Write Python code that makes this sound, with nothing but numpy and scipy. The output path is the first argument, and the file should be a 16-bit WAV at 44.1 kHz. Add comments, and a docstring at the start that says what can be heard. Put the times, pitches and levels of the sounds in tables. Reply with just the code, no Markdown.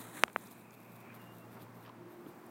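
"""A dog runs off across a dry lawn, over street wash, thin hiss and the hum of a far engine.
The hand-held camera swings round: hand and sleeve rub, then two sharp knocks (0.24 s, 0.36 s).
Dry grass crunches in short bursts throughout, with small ticks and scuffs of feet on the turf.
An airy rush leads to a thin, faint whistle (1.2-1.5 s). From 1.9 s a few soft thuds follow
and a higher drone swells."""
import sys
import numpy as np
from scipy import signal
from scipy.fft import rfft, irfft, next_fast_len
from scipy.io import wavfile
from scipy.ndimage import map_coordinates

SR = 44100
rng = np.random.default_rng(int(sys.argv[2]) if len(sys.argv) > 2 else 0)


def master_out(mix):
    """Clip the mix to full scale and print it as 16-bit PCM to the path in sys.argv[1]."""
    frames = np.transpose(np.atleast_2d(mix))
    ceiling = np.clip(frames, -1, 1)
    pcm = np.round(ceiling * 32767).astype(np.int16)
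    wavfile.write(sys.argv[1], SR, pcm)


N = 110250
TOP_HZ = 15850  # camera band limit


def amp(db):
    """Decibels to gain."""
    return 10 ** (np.asarray(db) / 20)


def unit(x):
    """Scale to rms 1."""
    return x / np.sqrt(np.mean(x ** 2) + 1e-20)


def along(points, hz):
    """(freq_hz, value) points read on a log axis."""
    freqs_hz, values = np.transpose(points)
    return np.interp(np.log(hz + 1), np.log(freqs_hz + 1), values)


def clock():
    """Time of every sample, s."""
    return np.arange(N) / SR


def curves(rows):
    """One value per sample for each column after the time."""
    times_s, *columns = np.transpose(rows)
    return [np.interp(clock(), times_s, column) for column in columns]


def wobble(rate_hz):
    """Smooth random curve, rate_hz knots a second."""
    knots = rng.standard_normal(int(N * rate_hz / SR) + 4)
    return map_coordinates(knots, [clock() * rate_hz])


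def filtered(x, response):
    """Filter x by a gain function of frequency."""
    size = next_fast_len(N + SR // 2)
    return irfft(rfft(x, size) * response(np.fft.rfftfreq(size, 1 / SR)), size)[:N]


def noise(colour):
    """Noise of rms 1 with a (freq_hz, gain_db) colour."""
    return unit(filtered(rng.standard_normal(N), lambda hz: amp(along(colour, hz))))


def band(centre_hz, octaves):
    """Noise of rms 1 in a bell-shaped band."""
    bell = lambda hz: np.exp(-.5 * (np.log2((hz + 1) / centre_hz) / octaves) ** 2) * (hz < TOP_HZ)
    return unit(filtered(rng.standard_normal(N), bell))


def burst(centre_s, length_s, grain_db=3.5):
    """Bell-shaped envelope broken into fine grains."""
    swell = np.exp(-2 * ((clock() - centre_s) / length_s) ** 2)
    return swell * unit(amp(grain_db * wobble(400)))


def causal(gain):
    """Minimum-phase pulse with this gain spectrum."""
    cepstrum = irfft(np.log(np.maximum(gain, 1e-6)))
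    half = len(cepstrum) // 2
    cepstrum[1:half] *= 2
    cepstrum[half + 1:] = 0
    return irfft(np.exp(rfft(cepstrum)))


def add(out, start_s, x):
    """Mix x into out from start_s."""
    part = out[round(start_s * SR):][:len(x)]
    part += x[:len(part)]


def rubbing(fade_s=0.024):
    """Uneven friction of hand and sleeve while the camera swings."""
    # rub envelope: time_s, level_db
    envelope = [(0, -52.5), (.06, -55), (.11, -54.5), (.18, -49), (.225, -51.5), (.255, -64), (.34, -70),
                (.42, -61), (.52, -61.5), (.7, -74.5)]
    # friction spectrum: freq_hz, gain_db
    colour = [(60, -42), (110, -12), (200, -8.5), (300, 2), (400, -9), (1150, -8), (1800, -7), (2800, -21),
              (4000, -13.5), (4900, -32), (6500, -17.5), (9100, -12.5), (12000, -18.5), (15800, -18.5)]
    level_db, = curves(envelope)
    end_s = envelope[-1][0]
    fade = np.clip((end_s - clock()) / fade_s, 0, 1)
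    friction = unit(noise(colour) * amp(1.7 * wobble(152.6)))
    return fade * amp(level_db) * friction


def street():
    """Dull, slowly swelling street wash and a thin, even hiss."""
    # wash envelope: time_s, level_db
    wash_envelope = [(0, -52.5), (.35, -59), (.8, -57.5), (1.15, -54.5), (1.45, -55.5), (1.58, -53),
                     (1.72, -55.5), (2.05, -55.5), (2.3, -55.5), (2.5, -54.5)]
    # wash spectrum: freq_hz, gain_db
    wash_colour = [(15, -58), (25, -26), (49, -29), (101, -11), (195, 1.5), (278, -2), (341, -2.5),
                   (401, -3.5), (528, -7), (695, -6.5), (1100, -8), (1950, -18), (2140, -18), (3160, -27.5),
                   (6000, -35), (7800, -58), (13200, -120)]
    # hiss envelope: time_s, level_db
    hiss_envelope = [(0, -69.5), (1.4, -67.5), (1.8, -69.5), (1.97, -71), (2.2, -69), (2.5, -66)]
    # hiss spectrum: freq_hz, gain_db
    hiss_colour = [(3000, -14), (5000, -8), (7000, -3.5), (9000, -3), (11500, -4), (14000, -0.5),
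                   (16000, 2)]
    wash_db, = curves(wash_envelope)
    hiss_db, = curves(hiss_envelope)
    flutter_db = .6 * wobble(40)
    wash = amp(wash_db + 0.31 * wobble(13.8)) * noise(wash_colour)
    hiss = amp(hiss_db + flutter_db) * noise(hiss_colour)
    return wash + hiss


def engine(base_hz=58.3, speed_wander=0.0058, rough_db=2):
    """Far engine: low orders swell and fade, upper ones hold; a rougher drone joins late."""
    # hum envelope: time_s, level_db
    hum_envelope = [(0, -55), (.3, -66), (.82, -62.5), (.95, -54), (1.06, -60.5), (1.18, -56.5),
                    (1.42, -56.5), (1.8, -54.5), (2.08, -58.5), (2.18, -73), (2.5, -64.5)]
    # low orders: multiple, gain_db
    low_orders = [(2, -4.5), (3, -9.5)]
    # upper orders: multiple, level_db
    steady_orders = [(4, -68.5), (6, -71.5)]
    # drone envelope: time_s, level_db
    drone_envelope = [(1.93, -82), (2.0, -58), (2.12, -58), (2.27, -59), (2.33, -68), (2.5, -70)]
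    # drone tones: pitch_hz, gain_db
    drone_tones = [(349.5, 0.5), (310, -7.5)]
    hum_db, = curves(hum_envelope)
    drone_db, = curves(drone_envelope)
    rad_per_hz = 2 * np.pi * np.cumsum(1 + speed_wander * wobble(11.6)) / SR

    def tone(pitch_hz, level_db):
        """One tone, wavering in level and phase as the air moves."""
        waver_db, sway_rad = 1.2 * wobble(22), .2 * wobble(30)
        phase = pitch_hz * rad_per_hz + sway_rad + 2 * np.pi * rng.random()
        return np.sqrt(2) * amp(level_db + waver_db) * np.sin(phase)

    hum = sum(tone(order * base_hz, hum_db + db) for order, db in low_orders)
    upper = sum(tone(order * base_hz, db) for order, db in steady_orders)
    drone = sum(tone(hz, drone_db + db + rough_db * wobble(45.05)) for hz, db in drone_tones)
    return hum + upper + drone


def crunches():
    """Dry grass gives way in short, bright swells."""
    # crunches: centre_s, length_s, level_db
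    swells = [(.01, 0.042, -56.5), (0.388, 0.1, -65.5), (0.463, 0.02, -62), (0.519, 0.022, -58.5),
              (0.598, 0.048, -67.5), (0.74, 0.025, -65), (0.825, 0.076, -69.5), (0.943, 0.064, -65.5),
              (1.008, 0.019, -64), (1.155, 0.021, -60.5), (1.235, 0.06, -67.5), (1.364, 0.076, -66),
              (1.541, 0.046, -65), (1.623, 0.031, -60), (1.765, 0.03, -69.5), (1.834, 0.05, -68.5),
              (2.126, 0.055, -70.5), (2.215, .03, -75), (2.29, 0.035, -66.5)]
    # grass spectrum: freq_hz, gain_db
    colour = [(1500, -60), (3500, 1), (5500, -9), (7000, -7.5), (9500, -4), (11500, -2.5), (13500, 6),
              (15800, -6), (16500, -17)]
    grass = noise(colour)
    return grass * sum(amp(db) * burst(centre_s, length_s) for centre_s, length_s, db in swells)


def scuffs():
    """Duller scrapes: a sleeve first, then feet on the turf."""
    # scrapes: centre_s, length_s, level_db, centre_hz
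    scrapes = [(0.079, 0.01, -54.5, 1020), (0.179, 0.022, -53, 1520), (1.147, 0.18, -63.5, 1470),
               (1.575, 0.025, -55, 1130), (1.617, 0.021, -64, 2850), (1.868, 0.04, -56.5, 1190),
               (1.872, 0.042, -68, 2780)]
    return sum(amp(level_db) * burst(centre_s, length_s) * band(centre_hz, octaves=0.57)
               for centre_s, length_s, level_db, centre_hz in scrapes)


def knocks():
    """Dead pushes through the camera body; soft contacts lose treble, light taps lose bass."""
    # contacts: start_s, peak_db, lowpass_hz, highpass_hz
    contacts = [(0.2366, -4, 14700, 100), (0.28, -35.5, 1920, 900), (0.2994, -44.5, 5900, 910),
                (0.3614, -14.5, 1910, 71)]
    # camera body response: freq_hz, gain_db
    body = [(40, -69), (70, -12), (110, -17), (200, -4), (400, 1), (650, 4.5), (830, 3), (1200, 7),
            (1900, 4), (2700, 3), (4400, -14), (5000, -11), (6100, -12), (7200, -21.5), (8700, -14.5),
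            (11000, -17), (13500, -26.5), (15800, -17.5)]
    out = np.zeros(N)
    hz = np.fft.rfftfreq(4096, 1 / SR)
    for start_s, peak_db, lowpass_hz, highpass_hz in contacts:
        contact = hz / np.hypot(hz, highpass_hz) / np.sqrt(1 + (hz / lowpass_hz) ** 6)
        pulse = causal(amp(along(body, hz)) * contact)
        add(out, start_s, -amp(peak_db) * pulse / np.abs(pulse).max())
    return out


def thuds(attack_s=0.00066, highpass_hz=125):
    """Soft blows, each one heavily damped ring with no deep bass."""
    # blows: start_s, level_db, ring_hz, t60_s
    blows = [(0.2808, -41, 990, 0.015), (1.897, -39.5, 1020, 0.022), (2.2655, -34, 300, 0.03),
             (2.282, -46, 123, .11), (2.373, -39, 302, 0.024)]
    out, t = np.zeros(N), np.arange(SR // 5) / SR
    for start_s, level_db, ring_hz, t60_s in blows:
        envelope = amp(level_db - 60 * t / t60_s) * (1 - np.exp(-t / attack_s))
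        add(out, start_s, envelope * np.sin(2 * np.pi * ring_hz * t))
    return signal.sosfilt(signal.butter(2, highpass_hz, "highpass", fs=SR, output="sos"), out)


def ticks(t60_s=0.0074):
    """Tiny dry snaps that die at once."""
    # snaps: start_s, gain_db, centre_hz
    snaps = [(.2812, -42.5, 3560), (0.299, -53, 3600), (.331, -44, 8300), (.411, -54, 6500),
             (0.472, -48, 5640), (.513, -52, 6860), (0.708, -48.5, 6000), (1.755, -59, 5430),
             (1.852, -48, 2400), (1.862, -41.5, 3530), (1.879, -50, 4200), (1.894, -49, 3200),
             (2.264, -50.5, 3230), (2.466, -45, 11300)]
    out, t = np.zeros(N), np.arange(SR // 20) / SR
    for start_s, gain_db, centre_hz in snaps:
        envelope = .5 * amp(gain_db - 60 * t / t60_s)
        add(out, start_s, envelope * band(centre_hz, octaves=0.3)[:len(t)])
    return out


def whistle(air_hz=2422, jitter_hz=22, flutter_db=2.6):
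    """Airy band of noise, then a thin, wavering tone."""
    # airy rush envelope: time_s, level_db
    air_envelope = [(0, -80), (.5, -70), (.85, -69), (1.02, -69.5), (1.11, -62), (1.18, -81), (1.3, -95)]
    # whistle contour: time_s, pitch_hz, level_db
    contour = [(1.17, 2900, -80), (1.21, 2845, -67), (1.25, 2820, -77), (1.275, 2815, -65),
               (1.3, 2820, -72), (1.325, 2825, -65.5), (1.35, 2900, -84), (1.39, 2660, -78),
               (1.41, 2670, -72), (1.45, 2780, -73), (1.48, 2800, -100)]
    air_db, = curves(air_envelope)
    pitch_hz, level_db = curves(contour)
    tone = np.sin(2 * np.pi * np.cumsum(pitch_hz + jitter_hz * wobble(110)) / SR)
    air = amp(air_db) * band(air_hz, octaves=0.12)
    started = clock() > contour[0][0]
    return air + amp(level_db + flutter_db * wobble(49.85)) * unit(tone) * started


def scene():
    """All sources at one microphone."""
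    events = knocks() + ticks() + crunches() + scuffs() + thuds()
    return (events + rubbing() + street() + engine() + whistle())[None]


def record(dry):
    """Steep low-pass at the camera's band limit."""
    return filtered(dry[0], lambda hz: 1 / np.sqrt(1 + (hz / TOP_HZ) ** 120))[None]


dry = scene()
out = record(dry)
master_out(out)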